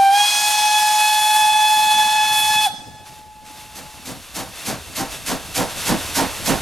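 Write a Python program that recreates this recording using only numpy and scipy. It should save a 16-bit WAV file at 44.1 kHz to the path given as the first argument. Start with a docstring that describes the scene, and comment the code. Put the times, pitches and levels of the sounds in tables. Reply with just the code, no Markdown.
"""A small steam tank engine runs up a country line towards a listener beside the track.
First a jet of steam sounds one long, breathy whistle, which echoes over the fields. A low roar builds
under it, and the whistle ends in a falling yelp. Then the exhaust starts to beat: each beat is a hiss of
steam followed by a bark and a thump from the chimney. The beats grow louder until the engine draws level,
and so do the leaking steam and the wheels rumbling on the rails."""
import sys
import numpy as np
from scipy import signal
from scipy.fft import rfft, irfft, next_fast_len
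from scipy.io import wavfile

SR = 44100
rng = np.random.default_rng(int(sys.argv[2]) if len(sys.argv) > 2 else 0)


def to_wav(sig):
    """Store sig (one row per channel, or 1-D mono) as 16-bit WAV at the path in sys.argv[1].

    Samples outside -1..1 are clipped; the rate is SR.
    """
    pcm = np.clip(np.atleast_2d(sig), -1, 1) * 32767
    pcm = np.round(pcm).astype(np.int16)
    wavfile.write(sys.argv[1], SR, pcm.T)  # frames by channels


N = 291501
T = np.arange(N) / SR
HZ = np.maximum(np.arange(N // 2 + 1) * SR / N, 1)

# the whistle's main note, which chokes briefly when the full jet hits it: (time [s], relative level [dB])
MAIN_NOTE = [(0.0, -10.5), (0.12, -11.5), (0.24, -20), (0.29, -36), (0.33, -26), (0.63, -17.5),
             (1.21, -17.5), (1.38, -13.5), (1.99, -13.5), (2.32, -17), (2.41, -19.5), (2.54, -15.5),
             (2.65, -17.5)]
# the higher notes in the whistle, at 2, 3, 4... 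times its pitch: (relative level [dB])
OVERTONES = [-2, 1, 1, -8, -8, -8.5, -10.5, -15, -13.5, -14.5]
# with the valve half open, the pipe leaps towards 4 times its pitch: (time [s], boost [dB])
LEAPS = [(.23, 6), (2.63, 6)]
# the highest part of the whistle's hiss: (time [s], relative level [dB])
SIZZLE = [(0.0, -38), (0.11, -37), (0.15, -32), (0.52, -26.5), (0.57, -30.5), (1.36, -27.5), (1.56, -33),
          (1.72, -28), (2.25, -34), (2.38, -25.5), (2.6, -32), (2.65, -28.5)]
# exhaust beats: (time [s], relative hiss level [dB], relative thump level [dB])
BEATS = [(3.495, -51.5, -57), (3.78, -37.5, -49), (4.082, -33.5, -38.5), (4.377, -28.5, -36.5),
         (4.685, -26, -30), (4.985, -25.5, -31), (5.293, -24.5, -29), (5.579, -22, -26.5),
         (5.887, -22, -20.5), (6.179, -20.5, -27), (6.483, -21.5, -22.5)]
# puffs from the seals of the cylinders: (time [s], level [dB], rise time [s])
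PUFFS = [(3.073, -42, 0.022), (3.153, -45.5, 0.061), (3.597, -41.5, 0.044), (4.602, -34.5, 0.067),
         (5.132, -31.5, 0.034), (5.705, -33.5, 0.02), (5.814, -27, 0.062), (6.046, -31, 0.099)]

# the colour of each noise, or how strong it is from low to high: (frequency [Hz], relative level [dB])
JET_COLOUR = [(400, -11), (600, -5.5), (800, 5.5), (1050, 3), (1550, -2.5), (2000, -0.5), (2400, 3),
              (2800, 1.5), (3600, 4), (5000, 2.5), (8000, -2.5), (11500, -3.5), (13500, -14.5),
              (15800, -23)]  # steam at the whistle's lip
RASP_COLOUR = [(4200, -4), (5600, 1.5), (7000, -8.5)]  # the whistle's first surge of steam
BLAST_COLOUR = [(500, -16), (1200, 0), (2200, 2.5), (3200, 2), (4500, 3.5), (6500, 4), (9000, 0.5),
                (11500, 1), (13500, -5.5), (15800, -24)]  # steam leaving the exhaust pipe
BARK_COLOUR = [(250, -12), (450, -0.5), (700, 2.5), (1000, 0.5), (1300, -2.5), (1700, -3.5), (2600, -10),
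               (5000, -12.5)]  # the chimney's middle range
THUMP_COLOUR = [(30, -5), (70, -15), (120, -3.5), (150, -3.5), (180, -5.5), (270, -3), (330, -3),
                (400, -13.5), (600, -15), (1200, -77)]  # the chimney's low range
LEAK_COLOUR = [(400, 1), (1000, 5.5), (2000, 3.5), (4000, 3.5), (6500, 1.5), (9000, -0.5), (11500, 1),
               (13500, -9), (15800, -19)]  # steam escaping at the cylinders
WHEEL_COLOUR = [(50, -25), (110, 4), (180, 0.5), (280, -1), (420, -11), (700, -6.5), (1100, -22.5),
                (1700, -60), (3500, -52), (8000, -25.5)]  # wheels on the rails
GROUND_COLOUR = [(12, -3), (25, -13), (50, -0.5), (85, 2), (130, -13.5), (250, -33), (600, -41)]  # the shaking ground

# where the chimney rings: (frequency [Hz], width [Hz], boost [dB])
CHIMNEY_RINGS = [(123, 16, 3), (183, 22, 9), (215, 24, 3), (271, 22, 10), (414, 22, 3), (500, 45, 6),
                 (640, 40, 6), (783, 32, 8), (925, 32, 8), (1050, 70, 3)]
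# where leaking steam sings in narrow gaps: (frequency [Hz], width [Hz], boost [dB])
GAP_RINGS = [(2680, 110, 8.5), (3570, 280, 4.5), (4440, 120, 2), (6050, 150, 2)]
# the echo from bushes and far trees: (frequency [Hz], level [dB], time to fade by 60 dB [s])
FIELD_ECHO = [(150, -34, 0.73), (820, -15, 0.81), (1640, -6, 0.89), (2500, -27, 1.4), (3700, -7.5, 0.6),
              (6300, -16, 1.6), (11910, -11, 0.17)]
# rows of trees that throw the whistle back: (delay [s], level [dB], dull above [Hz])
TREE_ROWS = [(.11, -24, 4500), (.35, -26.5, 5500), (1.39, -30, 1100)]
# how alike a noise is on the left and right: (frequency [Hz], likeness [0 to 1])
STEREO_LIKENESS = [(30, 1), (70, 0.4), (130, 0.34), (260, 0.84), (600, 1), (4000, 0.96), (12000, 0.97)]
# how far the left side runs ahead of the right: (frequency [Hz], phase lead [radians])
LEFT_LEAD = [(60, 0.53), (250, 0.38), (850, 0.44), (1700, 0.37), (2600, 0.27), (3400, 0.18), (6000, 0.27),
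             (10000, .02)]

# the whistle's valve is barely open at first, then pulled wide, and at last shut
CRACKED_DB, VALVE_WIDE_S, VALVE_PULL_S = -8.5, 0.14, 0.029
VALVE_SHUT_S, VALVE_TRAVEL_S = 2.677, 0.009
# the engine's path; it draws level with the listener at NEAREST_S
SPEED_M_PER_S, TRACK_DISTANCE_M, NEAREST_S = 7.5, 5.8, 6.6


def whistle(rush_db=-29, rasp_db=-27.5, last_hiss_s=0.013):
    """Steam sounds a pipe and hisses past it; a first rasping surge eases to a steady rush."""
    valve_db = CRACKED_DB * fade_out(VALVE_WIDE_S, VALVE_PULL_S)
    surge = fade_out(0.93, 0.59)
    surge_db = 3 * surge
    tone = pipe_tone(valve_db, surge_db)
    hiss = fade_out(VALVE_SHUT_S, last_hiss_s) * jet_hiss(rush_db + valve_db + surge_db)
    rasp = from_db(rasp_db + 2 * valve_db) * surge * noise(RASP_COLOUR)
    return panned(tone, -0.7) + panned(hiss + rasp, 1.2)


def pipe_tone(valve_db, surge_db, overtone_db=-28, breath_db=-27):
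    """The air in the pipe rings; as the valve shuts, the upper overtones die first, leaving a purer yelp."""
    note_db = in_time(MAIN_NOTE) - 0.33
    choke_db = np.median(note_db[T < VALVE_SHUT_S]) - note_db  # how far the main note has dipped
    blown_hard = fade_out(VALVE_SHUT_S - 0.02, VALVE_TRAVEL_S)
    force = from_db(np.minimum(valve_db + surge_db, 0))  # a harder jet makes a rougher tone
    phase = 2 * np.pi * np.cumsum(pipe_pitch() * (1 + 0.0017 * force * drift(70))) / SR
    yelp_boost = 1 + 0.42 * (1 - blown_hard)
    tone = from_db(note_db + 1.17 * force * drift(25)) * yelp_boost * np.sin(phase)
    # the jet's noise also rings the pipe, close around its pitch
    breath = drift(70) * np.sin(phase) + drift(70) * np.cos(phase)
    tone += from_db(note_db + breath_db) * force * breath
    leap_db = sum(db * swell(s, 0.08, 0.071) for s, db in LEAPS)
    for k, db in enumerate(OVERTONES, 2):
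        if k == 2:  # the octave grows with the main note
            drive = from_db(0.7 * valve_db - 0.51 * choke_db)
        else:  # the higher the overtone, the more it needs the jet's push
            push_db = 0.85 * valve_db + 0.37 * (k - 3.5) * (valve_db + surge_db)
            drive = blown_hard * from_db(push_db + 0.088 * choke_db)
        waver_db = 2 * drift(25.6) + drift(5.1)
        level_db = overtone_db + db + (k == 4) * leap_db + waver_db
        tone += drive * from_db(level_db) * np.sin(k * phase + 0.18 * force * drift(44))
    return np.sqrt(2) * fade_out(VALVE_SHUT_S, VALVE_TRAVEL_S) * tone


def pipe_pitch(warm_hz=855.2, rise_from_s=0.105, sag_from_s=2.656, sag_hz_per_s=4800):
    """The pitch rises as steam fills the pipe and, more slowly, heats it; it sags as the valve shuts."""
    blown_s = np.maximum(T - rise_from_s, 0)
    unfilled_hz = 42 * np.exp(-blown_s / 0.07)
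    cold_hz = 26 * np.exp(-blown_s / 0.52)
    sag_hz = np.clip(sag_hz_per_s * (T - sag_from_s), 0, warm_hz / 4)
    return warm_hz - unfilled_hz - cold_hz - sag_hz


def jet_hiss(rush_db, split_hz=8300, bounce_gain=0.3):
    """Steam tears past the whistle's lip; its bounce off the ground gives the hiss a shifting colour."""
    steam = noise(JET_COLOUR)
    rush = irfft(rfft(steam) / (1 + (HZ / split_hz) ** 8), N)
    sizzle = steam - rush
    hiss = from_db(rush_db) * rms_one(rush) + from_db(in_time(SIZZLE) - 1) * rms_one(sizzle)
    hiss *= from_db(drift(20))
    delay_s = 0.0028 * (1 + 0.125 * T)  # the bounce lags more as the engine nears
    bounce = np.array([np.interp(T - delay_s, T, side) for side in hiss])
    return hiss + bounce_gain * bounce


def exhaust(far_pan_db=-0.5, near_pan_db=-4):
    """Each beat leaves the exhaust pipe as a hiss; its steam then fills the chimney, which barks and thumps."""
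    hiss = bark = thump = 0
    for s, hiss_db, thump_db in BEATS:
        lag_s = 0.043 + 0.0061 * (s - NEAREST_S)  # the thump follows sooner when the engine is far off
        hiss += from_db(hiss_db) * swell(s - 0.006, 0.025, 0.049, rise_shape=3.4, fall_shape=1.53)
        bark += from_db(hiss_db) * swell(s + 0.74 * lag_s, 0.036, 0.056, fall_shape=1.05)
        thump += from_db(thump_db) * swell(s + lag_s, 0.044, 0.045, rise_shape=3.2, fall_shape=1.8)
    near_db = approach_db()
    eddies = from_db(0.4 * drift(130))
    # the bark gains on the hiss as the engine nears
    chimney = from_db(2 + 0.34 * near_db) * bark * noise(BARK_COLOUR, CHIMNEY_RINGS)
    chimney += from_db(3.5) * thump * noise(THUMP_COLOUR, CHIMNEY_RINGS)
    blast = from_db(1 + 1.03 * drift(120)) * hiss * noise(BLAST_COLOUR)
    pan_db = far_pan_db + (near_pan_db - far_pan_db) * from_db(3.5 * near_db)
    return panned(chimney * eddies + blast, pan_db)


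def leaking_steam(leak_db=-30, coasting_db=-8, throttle_open_s=3.45):
    """Steam leaks and puffs at the cylinders; the leak grows when the throttle opens and as they near."""
    steam_db = leak_db + 1.033 * approach_db() + coasting_db * fade_out(throttle_open_s, 0.0089)
    leak = from_db(steam_db + 0.5 * drift(23))
    puffs = sum(from_db(db) * swell(s, rise_s, 1.36 * rise_s) for s, db, rise_s in PUFFS)
    return panned(np.hypot(leak, puffs) * noise(LEAK_COLOUR, GAP_RINGS), 0.065)


def wheels(rolling_db=-39, ground_db=-38.5, roar_db=-43.5, jolt_db=6):
    """Wheels roll unevenly and shake the ground; a low roar builds under the whistle and stops after it."""
    near_db = approach_db()
    roar = from_db(roar_db) * (1 - fade_out(1.7, 0.7)) * fade_out(2.97, 0.055)
    jolts = from_db(jolt_db * np.tanh(drift(21)))
    rolling = np.hypot(from_db(rolling_db + 0.96 * near_db), roar) * jolts
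    shaking = np.hypot(from_db(ground_db + 1.12 * near_db), from_db(-14) * roar)
    return rolling * noise(WHEEL_COLOUR) + shaking * noise(GROUND_COLOUR)


def field_echo(x, bank_db=-22, bank_fade_s=0.045):
    """Sound scatters off the nearby bank, then returns from bushes and far trees as a long, thin echo."""
    t = T[:2 * SR]
    bank_fade = np.exp(-t / bank_fade_s) * np.sqrt(2 / (bank_fade_s * SR))
    echo = from_db(bank_db) * rng.standard_normal((2, len(t))) * bank_fade
    edges_hz = 100 * 2 ** np.arange(0, 7.5, 0.5)
    for low, high in zip(edges_hz, edges_hz[1:]):
        hz = np.sqrt(low * high)
        decay = np.log(1000) / at_hz(FIELD_ECHO, hz, column=2)
        band_filter = signal.butter(2, [low, high], "band", fs=SR, output="sos")
        band = signal.sosfilt(band_filter, rng.standard_normal((2, len(t))))
        echo += from_db(at_hz(FIELD_ECHO, hz)) * band * np.exp(-decay * t) * np.sqrt(2 * decay / SR)
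    middle, side = signal.fftconvolve(x.mean(axis=0)[None], echo, axes=1)[:, :N]
    return middle + 0.5 * side * [[1], [-1]]


def tree_echoes(x, smear_s=0.09, waver_db=0.5):
    """Rows of trees return late, dull echoes, smeared by the deep leaves and wavering in the moving air."""
    t, echo = T[:2 * SR], 0
    for delay_s, db, dull_hz in TREE_ROWS:
        leaves = rng.standard_normal(len(t)) * np.exp(-((t - delay_s) / smear_s) ** 2)
        dull = signal.butter(2, dull_hz, fs=SR, output="sos")
        echo += from_db(db) * signal.sosfilt(dull, leaves / np.linalg.norm(leaves))
    return from_db(waver_db * drift(8.8)) * signal.fftconvolve(x.mean(axis=0), echo)[:N]


def approach_db():
    """The engine is quieter the farther off it is; 0 dB when it draws level."""
    return -20 * np.log10(np.hypot(1, SPEED_M_PER_S * (T - NEAREST_S) / TRACK_DISTANCE_M))


def noise(colour, rings=()):
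    """Stereo noise of one colour, boosted where it rings and fading beyond the table's ends; power 1."""
    boost_db = sum(db / (1 + (2 * (HZ - hz) / width) ** 2) for hz, width, db in rings)
    gain = from_db(at_hz(colour, HZ) + boost_db)
    gain *= np.minimum(HZ / colour[0][0], 1) ** 2 * np.minimum(colour[-1][0] / HZ, 1) ** 2
    alike = at_hz(STEREO_LIKENESS, HZ)
    middle, side = rfft(rng.standard_normal((2, N))) * gain
    return rms_one(irfft(np.sqrt(1 + alike) * middle + np.sqrt(1 - alike) * side * [[1], [-1]], N))


def drift(rate_hz):
    """A random wobble, mostly slower than rate_hz, with a typical size of 1."""
    coarse_s = np.arange(0, N + 16, 16) / SR
    size = next_fast_len(len(coarse_s))
    hz = np.fft.rfftfreq(size, coarse_s[1])
    slow = irfft(rfft(rng.standard_normal(size)) / (1 + (hz / rate_hz) ** 2), size)
    return rms_one(np.interp(T, coarse_s, slow[:len(coarse_s)]))


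def swell(peak_s, rise_s, fall_s, rise_shape=2, fall_shape=2):
    """A burst that rises to 1 and falls again; a larger shape number makes that side steeper."""
    rising = np.abs((T - peak_s) / rise_s) ** rise_shape
    falling = np.abs((T - peak_s) / fall_s) ** fall_shape
    return np.exp(-np.where(T < peak_s, rising, falling))


def fade_out(halfway_s, ease_s):
    """A smooth step from 1 down to 0."""
    return 0.5 - 0.5 * np.tanh((T - halfway_s) / ease_s)


def panned(x, db):
    """Place a sound by making the left side db louder than the right."""
    return x * from_db(db * np.array([[0.5], [-0.5]]))


def in_time(table):
    """Read a (time, value) table at every sample."""
    return np.interp(T, *np.transpose(table))


def at_hz(table, hz, column=1):
    """Read a table by frequency, with octaves evenly spaced."""
    table = np.array(table)
    return np.interp(np.log(hz), np.log(table[:, 0]), table[:, column])


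def from_db(db):
    """Turn decibels into a multiplier."""
    return 10 ** (np.asarray(db) / 20)


def rms_one(x):
    """Scale a signal to an average power of 1."""
    return x / np.sqrt(np.mean(x ** 2) + 1e-20)


def scene():
    """The whistle carries far over the fields; the nearer beats have less echo."""
    call, beats = whistle(), exhaust()
    echo = field_echo(call + from_db(-7.5) * beats)
    return call + beats + leaking_steam() + wheels() + echo + tree_echoes(call)


def record(dry, cutoff_hz=15850):
    """Put left and right slightly out of step and cut off the very highest treble."""
    shift = np.exp(1j * at_hz(LEFT_LEAD, HZ) * np.array([[0.5], [-0.5]]))
    return irfft(rfft(dry) * shift * (HZ < cutoff_hz), N)


dry = scene()
out = record(dry)
to_wav(out)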